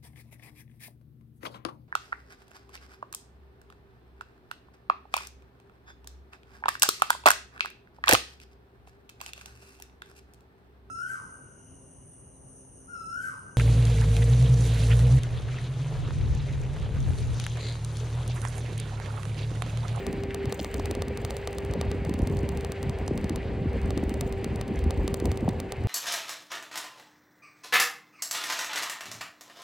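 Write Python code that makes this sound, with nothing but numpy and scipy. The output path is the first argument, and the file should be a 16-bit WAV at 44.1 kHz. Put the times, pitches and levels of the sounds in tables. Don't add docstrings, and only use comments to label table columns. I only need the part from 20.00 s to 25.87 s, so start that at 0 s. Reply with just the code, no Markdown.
import sys
import numpy as np
from scipy import signal
from scipy.fft import rfft, irfft, next_fast_len
from scipy.io import wavfile
from scipy.ndimage import uniform_filter1d

SR = 44100
rng = np.random.default_rng(int(sys.argv[2]) if len(sys.argv) > 2 else 0)


def to_wav(s):
    ch = np.atleast_2d(s).T
    pcm = np.round(np.clip(ch, -1, 1) * 32767)
    wavfile.write(sys.argv[1], SR, pcm.astype(np.int16))


N = 258950
T = np.arange(N) / SR
M = next_fast_len(N)
HZ = np.maximum(np.arange(M // 2 + 1) * SR / M, 1)


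def undb(db):
    return 10 ** (np.asarray(db) / 20)


def over_hz(table):
    hz, *columns = np.transpose(table)
    return np.squeeze([np.interp(np.log(HZ), np.log(hz), column) for column in columns])


def over_time(table):
    s, *columns = np.transpose(table)
    return [np.interp(T, s, column) for column in columns]


def walk(rate):
    hold = int(SR / rate)
    steps = np.repeat(rng.standard_normal(N // hold + 1), hold)
    smooth = uniform_filter1d(uniform_filter1d(steps, hold), hold)
    return 1.236 * smooth[:N]


def scatter(per_s, count):
    rows = rng.random((int(per_s * N / SR), count + 1))
    return rows[:, 0] * N / SR, *rows[:, 1:].T


def add(track, s, sound):
    start = max(int(s * SR), 0)
    track[start:start + len(sound)] += sound[:N - start]


def band_pass(order, edges, noise):
    return signal.sosfilt(signal.butter(order, edges, "band", fs=SR, output="sos"), noise)


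def rush(colour, lo_hz, hi_hz, shared_db, shared_rate, own_db, own_rate):
    # (frequency [Hz], side level minus mid level [dB])
    width = [(60, -25), (110, -18.5), (200, -12.5), (380, -22), (700, -11), (1000, -6.5), (1450, -6),
             (1800, -33), (2600, -23), (4400, -20), (8120, -9), (15000, -3)]
    lowest, highest = colour[0][0], colour[-1][0]
    gain = undb(over_hz(colour)) * (HZ >= lowest) * (HZ <= highest)
    inside = (HZ > lo_hz) & (HZ < hi_hz)
    gain = gain / np.sqrt(np.sum(gain[inside] ** 2) / len(HZ))
    mid, side = rfft(rng.standard_normal((2, M))) * gain
    side = side * undb(over_hz(width))
    stereo = np.array([mid + side, mid - side])
    out, shared = 0, shared_db * walk(shared_rate)
    for octave in range(int(np.log2(lowest)), int(np.log2(highest)) + 2):
        band = np.cos(np.pi / 2 * np.clip(np.log2(HZ) - octave, -1, 1)) ** 2
        out = out + irfft(band * stereo, M)[:, :N] * undb(shared + own_db * walk(own_rate))
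    return out


MEAN_GUST_DB = -35


def gust():
    # (time [s], level [dB])
    gusts = [(0.0, -46), (0.08, -32.5), (0.39, -40.5), (0.49, -33), (0.52, -41), (0.83, -33.5),
             (1.54, -40.5), (1.85, -30.5), (2.17, -33.5), (2.22, -25.5), (2.29, -35), (2.32, -28),
             (2.76, -39.5), (2.89, -32), (2.99, -36.5), (3.01, -32), (4.22, -31.5), (4.33, -34),
             (4.86, -32), (4.87, -26), (4.92, -34.5), (4.98, -25), (5.18, -36), (5.28, -27), (5.35, -35),
             (5.46, -28), (5.75, -41), (5.87, -22)]
    return over_time(gusts)[0] - MEAN_GUST_DB


def wind(gust_db):
    # (frequency [Hz], relative level per Hz [dB])
    colour = [(20, -21), (35, -8), (60, 2.5), (90, 1), (130, -9), (200, -38)]
    noise = rush(colour, 30, 110, shared_db=1.2, shared_rate=20, own_db=0.6, own_rate=15)
    return undb(MEAN_GUST_DB + gust_db) * noise


def flutter(gust_db):
    # (frequency [Hz], relative level per Hz [dB])
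    colour = [(80, -14), (130, 1.5), (250, 1), (400, -9), (700, -19.5), (1200, -23.5)]
    noise = rush(colour, 116, 350, shared_db=3.05, shared_rate=45, own_db=0.73, own_rate=30)
    return undb(-40.5 + 0.75 * gust_db) * noise


def roar(gust_db):
    # (frequency [Hz], relative level per Hz [dB])
    colour = [(280, -23), (360, -8), (430, 1.5), (540, -0.5), (620, -9), (680, -5.5), (760, -10.5),
              (850, -10.5), (1000, -13.5), (1080, -22), (1500, -30)]
    noise = rush(colour, 388, 1140, shared_db=1.96, shared_rate=40, own_db=1.7, own_rate=60)
    return undb(-43 + 0.19 * gust_db) * noise


def tyres():
    # (frequency [Hz], relative level per Hz [dB])
    colour = [(900, -8), (1400, -1.5), (1700, 2), (2100, 3), (2800, -1.5), (3500, -10), (4600, -12.5),
              (5500, -22), (9000, -24.5), (10500, -36), (15900, -34)]
    start_db, fade_db_per_s = -48.5, 0.37
    noise = rush(colour, 1200, 3900, shared_db=1.0, shared_rate=40, own_db=1.63, own_rate=90)
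    return undb(start_db - fade_db_per_s * T) * noise


def jingle():
    # (time [s], level [dB])
    jingle_levels = [(0, -65), (.4, -78), (.56, -56.5), (.9, -65), (1.1, -75), (1.3, -61), (1.85, -77),
                     (2.29, -64), (2.6, -69.5), (3.5, -79), (4.27, -65.5), (4.6, -77), (5.23, -66),
                     (5.87, -77)]
    clicks_per_s, decay_s = 120, 0.002
    sizes = undb(np.minimum(5.5 * rng.exponential(size=N), 18))
    clicks = (rng.random(N) < clicks_per_s / SR) * sizes
    tail = np.exp(-np.arange(500) / SR / decay_s)
    envelope = 0.33 + signal.fftconvolve(clicks, tail)[:N]
    top = band_pass(3, [14300, 15600], rng.standard_normal((2, N)))
    body = band_pass(3, [6250, 9100], rng.standard_normal((2, N)))
    mid, side = (top + undb(-0.5) * body) * envelope
    stereo = mid + undb(-6.5) * side * np.array([[1], [-1]])
    return undb(over_time(jingle_levels)[0]) * stereo / mid.std()


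def knocks():
    # (time [s], peak level [dB], centre frequency [Hz])
    knock_list = [(.307, -26, 2200), (.593, -29, 4500), (.5995, -24.5, 3760), (.621, -40, 6000),
                  (.781, -41, 4870), (0.798, -35, 4500), (1.711, -40, 7000), (2.219, -41, 7900),
                  (2.39, -34.5, 6500), (3.0782, -28.5, 7200), (3.079, -34, 2500), (3.429, -34, 2300),
                  (3.858, -42, 6970), (4.381, -50, 7940), (4.758, -40, 6950), (5.493, -34, 4200)]
    width, t60_s = 0.73, 0.014
    out, t = np.zeros(N), np.arange(900) / SR
    noises = rng.standard_normal((len(knock_list), len(t)))
    for (s, db, hz), noise in zip(knock_list, noises):
        edges = np.clip(hz * (1 + width * np.array([-.5, .5])), 400, 17000)
        crack = band_pass(2, edges, noise * 1000. ** (-t / t60_s))
        add(out, s, undb(db) * crack / np.abs(crack).max())
    return out


def mount_strike():
    # (frequency [Hz], relative level [dB], time to die away by 60 dB [s])
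    mount = [(435, -14.5, 0.048), (718, -2.5, 0.0081), (1172, -24.5, 0.071), (1860, -11, 0.01),
             (2764, -1, 0.0045), (3594, -15.5, 0.014), (4410, -13, 0.0074), (4800, -6.5, 0.0024),
             (6166, -4, 0.0053), (6800, -6, 0.0056), (7620, -4, 0.012), (7910, -11, 0.0047),
             (8935, -13.5, 0.01), (10080, -12.5, 0.0064), (10560, -4, 0.0021), (11170, -3.5, 0.008),
             (13330, -8, 0.0037), (13240, -6, 0.0033), (14770, -8, 0.0042), (15500, -7, .0035),
             (16070, -14, .003)]
    # (time [s], relative level [dB])
    bounces = [(0, -4), (.000225, -1.5), (.00045, -4.5), (.00095, -6.5), (.0018, -19)]
    t, strike = np.arange(2048) / SR, 0
    for k, (hz, db, t60) in enumerate(mount):
        for s, contact_db in bounces:
            late = np.maximum(t - s - .0007 - .55 / hz, 0)
            fade = (1 - np.exp(-late / .0001)) * 1000. ** (-late / t60)
            ring = fade * np.sin(2 * np.pi * hz * late)
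            strike = strike + (-1) ** k * undb(db + contact_db) * ring
    return strike


def ticks():
    # (time [s], level [dB])
    tick_list = [(0.0652, -24), (0.1274, -32.0), (0.2346, -30), (0.3442, -23), (0.455, -29),
                 (0.5233, -20.5), (0.6446, -23), (0.7412, -24.0), (0.7948, -30), (0.8559, -24.5),
                 (0.91, -22.5), (0.9498, -27), (1.0199, -21.5), (1.0815, -31), (1.1727, -26.5),
                 (1.248, -22), (1.3055, -24.0), (1.3663, -26.5), (1.4133, -45), (1.4729, -21),
                 (1.5284, -33.5), (1.5829, -25), (1.6483, -35.5), (1.7356, -27.5), (1.8114, -21),
                 (1.902, -47), (1.914, -26), (2.0487, -32), (2.0937, -30.5), (2.1385, -29), (2.1895, -34.5),
                 (2.2716, -27), (2.2975, -41), (2.3688, -32.5), (2.489, -26.5), (2.572, -30), (2.6076, -32),
                 (2.6463, -26), (2.7188, -25), (2.828, -27.5), (2.8941, -28), (2.9858, -38.5),
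                 (3.1754, -27.5), (3.212, -44.0), (3.242, -29.5), (3.2941, -24.5), (3.3583, -25),
                 (3.731, -43), (3.815, -37.5), (3.9047, -25.5), (3.9749, -26), (4.037, -36), (4.0933, -30),
                 (4.1398, -30), (4.2086, -19.5), (4.3239, -31), (4.443, -23.5), (4.5579, -31.5),
                 (4.6112, -25), (4.6783, -37.5), (4.7899, -33.5), (4.8396, -35), (4.9063, -23),
                 (4.9736, -39.5), (5.0772, -20.5), (5.1412, -20), (5.1995, -28.5), (5.2548, -23),
                 (5.3154, -24.5), (5.3726, -29), (5.4062, -40), (5.4888, -27), (5.5999, -24.5),
                 (5.7205, -22), (5.8367, -40.5)]
    faint_per_s, faint_db, faint_scatter_db = 4, -49, 7
    pan_spread_db = 1.5
    strike = mount_strike()
    dull = uniform_filter1d(strike, size=5)
    sharp = strike - dull
    at, size = scatter(faint_per_s, count=1)
    faint = np.transpose([at, faint_db + faint_scatter_db * (2 * size - 1)])
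    strikes = np.vstack([tick_list, faint])
    draws = rng.standard_normal((len(strikes), 2)) * [0.14, 1]
    out = np.zeros((2, N))
    for (s, db), (edge, place) in zip(strikes, draws):
        sound = (1 - edge) * dull + (1 + edge) * sharp
        pan_db = pan_spread_db * place / 2
        add(out[0], s, undb(db + pan_db) * sound)
        add(out[1], s, undb(db - pan_db) * sound)
    return out


def buffets(gust_db):
    # (middle time [s], peak level before panning [dB], pitch at the middle [Hz])
    strongest = [(.112, -27.5, 157), (.259, -27, 350), (.285, -28, 250), (.446, -23.5, 245),
                 (.476, -21, 109), (.596, -22, 537.4), (.604, -26, 280), (.614, -23, 244), (.774, -28, 70),
                 (.788, -25, 290), (.799, -22.5, 770), (.802, -29, 353), (.903, -25, 314),
                 (.973, -22, 349.8), (1.25, -24.5, 96), (1.705, -23.5, 109), (1.777, -24, 176),
                 (1.797, -23, 121), (1.865, -23, 97), (1.916, -26, 269), (2.075, -21, 137),
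                 (2.093, -18.5, 270), (2.113, -18, 217), (2.147, -21, 222), (2.179, -23.5, 216),
                 (2.2, -17, 250), (2.229, -15, 64), (2.23, -18.5, 154), (2.331, -19, 78),
                 (2.361, -20.5, 109.1), (2.435, -21.5, 308), (2.441, -20, 121.5), (2.535, -24, 155),
                 (2.872, -24, 123.8), (2.896, -23.5, 121.4), (3.0815, -25, 746), (3.112, -16.5, 364),
                 (3.119, -22.5, 152.4), (3.151, -19, 196), (3.216, -25, 220), (3.246, -16.5, 195.8),
                 (3.308, -18, 270), (3.321, -20, 310), (3.581, -25.5, 138), (3.621, -19, 139),
                 (3.66, -17, 257), (3.674, -21, 122.4), (3.768, -21.5, 314), (3.84, -20.5, 62.3),
                 (3.93, -20, 80.6), (3.975, -16.5, 250.2), (4.03, -27, 610), (4.035, -17, 248.4),
                 (4.065, -18, 68.8), (4.08, -21, 282.6), (4.119, -19, 244), (4.265, -22, 195),
                 (4.41, -24, 80.25), (4.467, -20.5, 208), (4.719, -19.5, 250), (4.864, -18.5, 248),
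                 (4.875, -20.5, 86.2), (4.996, -20, 54.6), (5.046, -20.5, 275.9), (5.226, -20, 298),
                 (5.266, -22.5, 285), (5.282, -19, 119), (5.429, -17.5, 243), (5.438, -21, 200),
                 (5.48, -15.5, 645.6), (5.486, -15, 210.8), (5.523, -22.5, 89), (5.85, -19.5, 152)]
    cycles, sag = 1.27, 0.24
    eddies_per_s, eddy_db, eddy_scatter_db = 12, -30, 1
    low_hz, high_hz = 111, 420
    at, size, pitch = scatter(eddies_per_s, count=2)
    level_db = eddy_db + gust_db[(at * SR).astype(int)] - eddy_scatter_db * np.log(1 - size)
    eddies = np.transpose([at, np.minimum(level_db, -22), low_hz * (high_hz / low_hz) ** pitch])
    thumps = np.vstack([strongest, eddies])
    out = np.zeros((2, N))
    for (s, db, hz), pan_db in zip(thumps, 0.25 * rng.standard_normal(len(thumps))):
        half_s = cycles / hz
        u = np.arange(-1, 1, 1 / (half_s * SR))
        thump = np.cos(np.pi * u / 2) ** 2 * np.cos(2 * np.pi * cycles * (u - sag * u ** 2))
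        add(out[0], s - half_s, undb(db + pan_db) * thump)
        add(out[1], s - half_s, undb(db - pan_db) * thump)
    return out


def motor():
    # (time [s], pitch before shaking [Hz], rms level before shaking [dB])
    hum = [(0.0, 390, -38.5), (0.08, 394.6, -37.5), (0.43, 395, -34.5), (0.65, 393.2, -46.5),
           (0.76, 397.4, -37.5), (1.4, 399.1, -41.5), (1.7, 396.5, -37.5), (2.21, 396.7, -42),
           (2.32, 397.5, -38), (3.25, 390.3, -42), (4.4, 390.4, -37.5), (4.43, 390.2, -42),
           (5.34, 388.6, -37.5), (5.72, 385.4, -44.5)]
    octave_start_db, octave_rise_db_per_s = -56.5, 0.7
    hz, hum_db = over_time(hum)
    phase = 2 * np.pi * np.cumsum(hz * (1 + .003 * walk(25))) / SR
    shake = undb(1.2 * walk(35))
    octave_db = octave_start_db + octave_rise_db_per_s * T + 1.5 * walk(20)
    tones = undb(hum_db) * np.sin(phase) + undb(octave_db) * np.sin(2 * phase)
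    return np.sqrt(2) * shake * tones


def scene():
    gust_db = gust()
    air = wind(gust_db) + flutter(gust_db) + roar(gust_db) + buffets(gust_db)
    rattles = jingle() + knocks() + ticks()
    return air + tyres() + rattles + motor()


def record(dry):
    # (frequency [Hz], phase by which left leads [radians], left minus right level [dB])
    port_table = [(250, -0.068, 0), (407, 0.32, -.5), (740, -0.66, 2.5), (1420, -0.23, 0), (4500, -0.32, 0),
                  (5500, -1, 1.5), (6500, -1.19, 0.5), (16000, -1.76, 0)]
    top_hz = 16700
    lead, pan_db = over_hz(port_table)
    turn = np.exp(.5j * lead) * undb(pan_db / 2)
    ports = irfft(rfft(dry, M) * np.array([turn, 1 / turn]), M)[:, :N]
    low_cut = signal.sosfilt(signal.butter(2, 35, "high", fs=SR, output="sos"), ports)
    return signal.sosfilt(signal.ellip(10, .2, 80, top_hz, fs=SR, output="sos"), low_cut)


dry = scene()
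out = record(dry)
to_wav(out)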